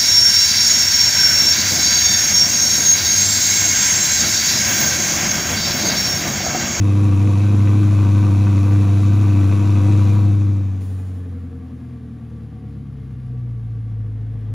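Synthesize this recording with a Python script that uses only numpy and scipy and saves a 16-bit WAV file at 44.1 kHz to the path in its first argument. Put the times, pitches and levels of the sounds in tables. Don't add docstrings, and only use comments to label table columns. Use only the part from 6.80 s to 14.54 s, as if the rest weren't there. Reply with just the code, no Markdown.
import sys
import numpy as np
from scipy import signal
from scipy.fft import rfft, irfft
from scipy.io import wavfile
from scipy.ndimage import uniform_filter1d

SR = 44100
rng = np.random.default_rng(int(sys.argv[2]) if len(sys.argv) > 2 else 0)


def wrap_up_sound(samples):
    columns = np.atleast_2d(samples).T
    tamed = np.clip(columns, -1, 1)
    steps = np.round(tamed * 32767).astype(np.int16)
    wavfile.write(sys.argv[1], SR, steps)


N = 341329
TIME = np.arange(N) / SR
CYLINDER_COUNT = 8
SHUT_AT_S, SHUT_TAKES_S, BASS_FADE_POWER = 3.28, 0.77, 0.87


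def undb(db):
    return 10 ** (np.asarray(db) / 20)


def unit(x):
    return x / np.sqrt(np.mean(x ** 2))


def curve(table):
    return np.interp(TIME, *np.transpose(table))


def across(points, hz):
    rows = np.array(points, float)
    return np.interp(np.log(hz + 1), np.log(rows[:, 0]), rows[:, 1])


def colour(x, points, modes=(), size=8192):
    hz = np.arange(size // 2 + 1) * SR / size
    peaks_db = sum(lift / (1 + (2 * (hz - f) / width) ** 2) for f, width, lift in modes)
    cepstrum = irfft(np.log(undb(across(points, hz) + peaks_db)))
    cepstrum[1:size // 2] *= 2
    cepstrum[size // 2 + 1:] = 0
    return signal.oaconvolve(x, irfft(np.exp(rfft(cepstrum))))[:N]


def bandpass(x, edges_hz, order):
    return signal.sosfilt(signal.butter(order, edges_hz, "bandpass", fs=SR, output="sos"), x)


def walk(rate_hz):
    hold = int(SR / rate_hz)
    steps = np.repeat(rng.standard_normal(N // hold + 1), hold)
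    return unit(uniform_filter1d(uniform_filter1d(steps, hold), hold)[:N])


def pulses(times, sizes):
    place = np.clip(times * SR, 0, N - 2)
    first = place.astype(int)
    part = place - first
    return np.bincount(first, sizes * (1 - part), N) + np.bincount(first + 1, sizes * part, N)


def decay(x, decay_s):
    return signal.lfilter([1], [1, -np.exp(-1 / (decay_s * SR))], x)


def puffs(times, sizes, decay_s, steady):
    gate = unit(decay(pulses(times, sizes), decay_s))
    return unit((gate + steady) * rng.standard_normal(N))


def strengths(times, pattern_db, scatter_db):
    return undb(np.resize(pattern_db, len(times)) + scatter_db * rng.standard_normal(len(times)))


def jitter(times, spread_s):
    return times + spread_s * rng.standard_normal(len(times))


def surge(hz, db_per_hz=0.2, fast_idle_hz=100):
    return undb(db_per_hz * (hz - fast_idle_hz))


def choke(db_per_s):
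    return undb(-db_per_s * np.maximum(TIME - SHUT_AT_S, 0))


# t/s, f/Hz
FIRING_RATE = [(0.0, 99.92), (0.13, 99.19), (0.19, 100.63), (0.27, 100.33), (0.36, 96.98), (0.44, 101.41),
               (0.54, 98.64), (0.67, 101.48), (0.81, 100.31), (0.93, 100.98), (0.99, 102.33), (1.28, 99.45),
               (1.39, 100.77), (1.46, 101.24), (1.53, 98.59), (1.67, 100.62), (1.81, 97.76), (1.92, 100.62),
               (2.06, 99.04), (2.33, 100.15), (2.4, 101.58), (2.53, 99.31), (2.59, 99.02), (2.65, 96.89),
               (2.75, 100.68), (2.8, 99.41), (2.91, 100.85), (3.01, 98.31), (3.1, 101.86), (3.27, 99.56),
               (3.36, 102.75), (3.44, 100.39), (3.55, 100.76), (3.71, 99.39), (3.93, 95.98), (4.22, 94.16),
               (4.64, 87.45), (5.5, 76.92), (5.88, 70.68), (6.12, 68.05), (6.43, 62.83), (6.59, 61.19),
               (6.83, 57.3), (7.29, 53.54), (7.52, 55.41), (7.74, 53.53)]
def crank():
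    hz = curve(FIRING_RATE)
    firings = np.cumsum(hz) / SR - 0.2
    times = np.interp(np.arange(1, int(firings[-1])), firings, TIME)
    return hz, firings / CYLINDER_COUNT, times


LOPE_AT_CYCLE, LOPE_ORDER, LOPE_SMEAR_RAD, LOPE_DEPTH = 0.5, 24, 0.27, 0.25
def harmonic(cycles, order, waver_db):
    lag = np.pi / 6 * (order / CYLINDER_COUNT) ** 2
    if order % CYLINDER_COUNT:
        offset = order - LOPE_ORDER
        lag += 2 * np.pi * LOPE_AT_CYCLE * offset + LOPE_SMEAR_RAD * offset ** 2
    return np.sqrt(2) * undb(waver_db * walk(12)) * np.cos(2 * np.pi * order * cycles - lag)


# order, level/dB before surge or boom
OPEN_ORDERS = [(4, -49), (6, -50), (8, -12.4), (9, -42), (10, -30), (12, -49), (13, -39), (14, -44),
               (15, -37), (16, -26.5), (18, -38.5), (19, -41), (22, -44), (24, -27.5), (26, -40), (29, -50),
               (32, -48), (42, -53), (56, -51.5)]
SHUT_ORDERS = [(8, -21.5), (10, -48), (12, -37.5), (13, -44), (14, -44), (16, -26.5), (19, -44), (20, -38),
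               (21, -46), (22, -39), (23, -43), (24, -31), (26, -41.5), (28, -44), (29, -45), (30, -44),
               (32, -39.5), (38, -42.5), (40, -40)]
# f/Hz, gain/dB
BOOM_RESPONSE = [(54, -14.5), (70, -18), (82, -18), (92, -4.5), (108, 2), (122, .5), (140, -8.5),
                 (165, -21.5), (190, -14.5), (215, -12), (245, -6.5), (280, -12), (305, -22), (350, -18.5),
                 (400, -33), (450, -23)]
def drone(cycles, hz, valve):
    gusty_cycles = cycles + .0006 * walk(25)
    opened = sum(undb(db) * harmonic(gusty_cycles, round(order), waver_db=min(order / 15, 2.2))
                 for order, db in OPEN_ORDERS)
    lump = 1 + LOPE_DEPTH * np.cos(2 * np.pi * (cycles - LOPE_AT_CYCLE))
    shut = 0
    for order, db in SHUT_ORDERS:
        boom_db = across(BOOM_RESPONSE, hz * order / CYLINDER_COUNT)
        size = undb(db + boom_db) * (lump if order == LOPE_ORDER else 1)
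        shut = shut + size * harmonic(cycles, order, waver_db=.8)
    return valve ** BASS_FADE_POWER * surge(hz) * opened + np.sqrt(1 - valve) * shut


# f/Hz, gain/dB
OPEN_BASS = [(25, -77.5), (50, 3), (70, -6.5), (108, 5), (138, 5), (185, 3), (230, 13.5), (262, 4),
             (310, 13.5), (360, 2), (440, -21.5), (650, -42.5), (2000, -87.5)]
SHUT_BASS = [(25, -17), (70, -4), (100, -6), (135, -2), (160, -5), (205, 1.5), (245, -3.5), (290, -9),
             (345, -10.5), (400, -30.5), (600, -67), (2000, -100)]
# f/Hz, width/Hz, gain/dB
MUFFLER_PEAKS = [(282, 16, 3), (442, 38, 6.5), (730, 31, 3.5), (1147, 98, 7.5), (1620, 220, 1.5)]
def burble(times, valve, open_db=-32, shut_db=-42.7):
    sizes = strengths(times, [0], scatter_db=1.5)
    opened = unit(colour(pulses(times, sizes - sizes.mean()), OPEN_BASS)) * undb(open_db)
    shut = unit(colour(rng.standard_normal(N), SHUT_BASS, MUFFLER_PEAKS)) * undb(shut_db)
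    return valve ** BASS_FADE_POWER * opened + np.sqrt(1 - valve) * shut


def firing(times, sizes, front, gas, decay_s, steady):
    return unit(colour(pulses(times, sizes), front)) + gas * puffs(times, sizes, decay_s, steady)


# relative level/dB shut, relative level/dB open, muffler delay/s
CYLINDER_BALANCE = [(4, 2, 0), (6, 0.5, .0012), (-1, 1, .0004), (-1, 0, .0018), (3, 1, .0007),
                    (-3, -5, .0015), (0, 2.5, .0002), (4, 1, .001)]
SHUT_PATTERN_DB, OPEN_PATTERN_DB, MUFFLER_DELAY_S = np.transpose(CYLINDER_BALANCE)
# f/Hz, level/dB
OPEN_FRONT = [(900, 0), (2500, -8), (6000, -24), (15000, -45)]
SHUT_FRONT = [(600, 0), (1200, -8), (2500, -24), (15000, -60)]
# f/Hz, gain/dB
OPEN_TREBLE = [(200, -5.5), (400, -4.5), (500, 1.5), (600, -9.5), (760, -7.5), (860, -13.5), (1080, -9),
               (1450, -14.5), (1750, -18.5), (2500, -17), (3000, -22.5), (4500, -29), (15000, -54)]
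SHUT_TREBLE = [(200, -4.5), (390, -5), (480, 5.5), (570, -8.5), (750, -5), (900, -10.5), (1700, -12),
               (2400, -19.5), (3500, -22.5), (6000, -49), (15000, -80.5)]
# f/Hz, width/Hz, gain/dB
PIPE_PEAKS = [(702, 36, 3), (962, 60, 7), (1160, 110, 5.5), (1525, 120, 5.5), (2010, 100, 2.5),
              (2370, 170, 3.5), (2570, 150, 4.5)]
# t/s, level/dB
MUFFLER_FLOW = [(4.25, -48.5), (4.8, -51), (6.2, -52.5), (7.0, -52.5), (7.7, -49.5)]
def rasp(times, hz, valve, open_db=-36.5):
    open_times = jitter(times, .00035)
    shut_times = times + np.resize(MUFFLER_DELAY_S, len(times))
    open_sizes = strengths(times, OPEN_PATTERN_DB, scatter_db=1.3)
    shut_sizes = strengths(times, SHUT_PATTERN_DB, scatter_db=1.3)
    opened = firing(open_times, open_sizes, OPEN_FRONT, gas=7, decay_s=.005, steady=.7)
    shut = firing(shut_times, shut_sizes, SHUT_FRONT, gas=6.5, decay_s=.008, steady=2.2)
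    opened = unit(colour(opened, OPEN_TREBLE, PIPE_PEAKS)) * undb(open_db) * surge(hz)
    shut = unit(colour(shut, SHUT_TREBLE, MUFFLER_PEAKS)) * undb(curve(MUFFLER_FLOW))
    return choke(db_per_s=20) * opened + np.sqrt(1 - valve) * shut


# f/Hz, T60/s, level/dB with valves open
WALL_MODES = [(960, .08, -51.5), (1105, .04, -52.5), (1165, .045, -52), (2380, .03, -57),
              (2570, .03, -54.5)]
def pipe_ticks(times):
    out = 0
    for hz, t60, db in WALL_MODES:
        sizes = strengths(times, OPEN_PATTERN_DB, scatter_db=4)
        knocks = pulses(jitter(times, .0004), sizes)
        pole = np.exp((2j * np.pi * hz - np.log(1000) / t60) / SR)
        out = out + undb(db) * unit(signal.lfilter([1], [1, -pole], knocks).imag)
    return out * choke(db_per_s=40)


SPIT_BANDS = (2000, 3500, 5200, 7800, 11000, 17000)
# f/Hz, level/dB
SPIT_SPECTRUM = [(1500, -27.5), (3000, -4), (3800, 4), (4900, -5.5), (6000, 1.5), (7400, -3.5), (9200, -10),
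                 (10400, -5.5), (11500, -14.5), (14500, -14.5), (16000, -21.5)]
def spit(times, open_db=-49):
    gas = 0
    for band in zip(SPIT_BANDS, SPIT_BANDS[1:]):
        sizes = strengths(times, OPEN_PATTERN_DB / 2, scatter_db=2.6)
        bursts = puffs(jitter(times, .001), sizes, decay_s=.005, steady=.9)
        gas = gas + bandpass(bursts, band, order=4)
    return unit(colour(gas, SPIT_SPECTRUM)) * undb(open_db) * choke(db_per_s=23)


# f/Hz, level/dB
TICK_SPECTRUM = [(600, -10.5), (2000, 11), (3300, 5), (5000, 1.5), (7300, -3.5), (9000, -8), (10000, 1),
                 (11500, -6.5), (15500, -18.5)]
PULLEY_TONES = [(743, -73), (1152, -76), (2121, -80)]
def machinery(times, tick_db=-66):
    sizes = strengths(times, [0], scatter_db=2.5)
    ticks = puffs(times, sizes, decay_s=.012, steady=1.3)
    out = unit(colour(ticks, TICK_SPECTRUM)) * undb(tick_db)
    for hz, db in PULLEY_TONES:
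        turns = np.cumsum(hz + 6 * walk(40)) / SR
        out = out + np.sqrt(2) * undb(db + 2.5 * walk(20)) * np.sin(2 * np.pi * turns)
    return out


def garage(x, wet_db=-4.5, t60_s=0.36, paths=4):
    age = TIME[:SR // 2]
    shares = np.array([walk(4) for _ in range(paths)])
    out = 0
    for share in shares / np.linalg.norm(shares, axis=0):
        tail = rng.standard_normal(len(age)) * undb(-60 * age / t60_s) * (age > .004)
        out = out + share * signal.oaconvolve(x, tail / np.linalg.norm(tail))[:N]
    return undb(wet_db) * out


# t/s, relative level/dB, brightness/dB
HARD_FIRINGS = [(0.3237, -25, -12), (0.8036, -26, -10), (0.8724, -24, -13), (1.0301, -27, -15),
                (1.1089, -27, -14), (1.3887, -26, -18), (1.4282, -26, -10), (1.6686, -22, -14),
                (2.7242, -26, -11), (3.1926, -26, -20)]
def cracks(gas=0.14, split_hz=1900, treble_lift_db=11.5):
    times, db, bright_db = np.transpose(HARD_FIRINGS)
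    treble_db = db + bright_db + treble_lift_db
    out = 0
    for band, band_db in (([850, split_hz], db), ([split_hz, 3000], treble_db)):
        fronts = pulses(times, undb(band_db))
        burst = decay(fronts, decay_s=.005) * rng.standard_normal(N)
        out = out + bandpass(fronts + gas * burst, band, order=2)
    ring = colour(out, OPEN_TREBLE, PIPE_PEAKS)
    return ring / np.abs(ring).max() * undb(db.max() - 1.5)


# f/Hz, level/dB
AIR_SPECTRUM = [(2000, -12), (4000, 2), (5800, -0.5), (7000, 0), (9400, 2), (11300, -5.5), (12700, -5.5),
                (16000, -7.5)]
# f/Hz, width/Hz, gain/dB
GAP_PEAKS = [(6850, 400, 6), (9300, 600, 4), (12400, 700, 4)]
LEAK_PEAKS = [(13510, 130, 13)]
def hiss(valve, start_s=4.0, attack_s=0.015, hold_s=0.35, rush_db=-58.5, leak_db=-70):
    age = np.maximum(TIME - start_s, 0)
    spurt_db = 4 * np.exp(-age / .025)
    fall_db = 18 * age + 57 * np.maximum(age - hold_s, 0)
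    rush = np.clip(age / attack_s, 0, 1) * undb(rush_db - fall_db + spurt_db)
    leak = (1 - valve) * undb(leak_db - 9 * age)
    flutter_db = 1.2 * walk(40)
    gap = unit(colour(rng.standard_normal(N), AIR_SPECTRUM, GAP_PEAKS))
    seat = unit(colour(rng.standard_normal(N), AIR_SPECTRUM, LEAK_PEAKS))
    return (rush * gap + leak * seat) * undb(flutter_db)


# f/Hz, side gain/dB
STEREO_WIDTH = [(60, -29.5), (200, -16), (380, -13.5), (700, -5.5), (1300, -9), (2000, -30.5), (5000, -50),
                (6200, -32.5), (7200, 5), (8800, 17.5), (10200, -10), (12000, -26.5), (15000, -2)]
# f/Hz, level difference/dB
LEFT_EXCESS = [(60, .9), (200, 1.1), (700, 2.4), (1290, 2.7), (2000, .1), (15000, 0)]
def scene():
    hz, cycles, times = crank()
    valve = np.clip(1 - (TIME - SHUT_AT_S) / SHUT_TAKES_S, 0, 1)
    low = drone(cycles, hz, valve) + burble(times, valve)
    high = rasp(times, hz, valve) + pipe_ticks(times) + cracks()
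    high = high + spit(times) + hiss(valve) + machinery(times)
    mid = low + high + garage(high)
    side = colour(garage(mid), STEREO_WIDTH)
    lean = undb(across(LEFT_EXCESS, np.fft.rfftfreq(N, 1 / SR)) / 2)
    left = irfft(rfft(mid) * lean, N) + side
    right = irfft(rfft(mid) / lean, N) - side
    return np.array([left, right])


def record(dry, notch_hz=(7850, 8800), top_hz=15750):
    notch = signal.butter(4, notch_hz, "bandstop", fs=SR, output="sos")
    top = signal.ellip(8, .2, 70, top_hz, fs=SR, output="sos")
    return signal.sosfilt(np.vstack([notch, top]), dry)


dry = scene()
out = record(dry)
wrap_up_sound(out)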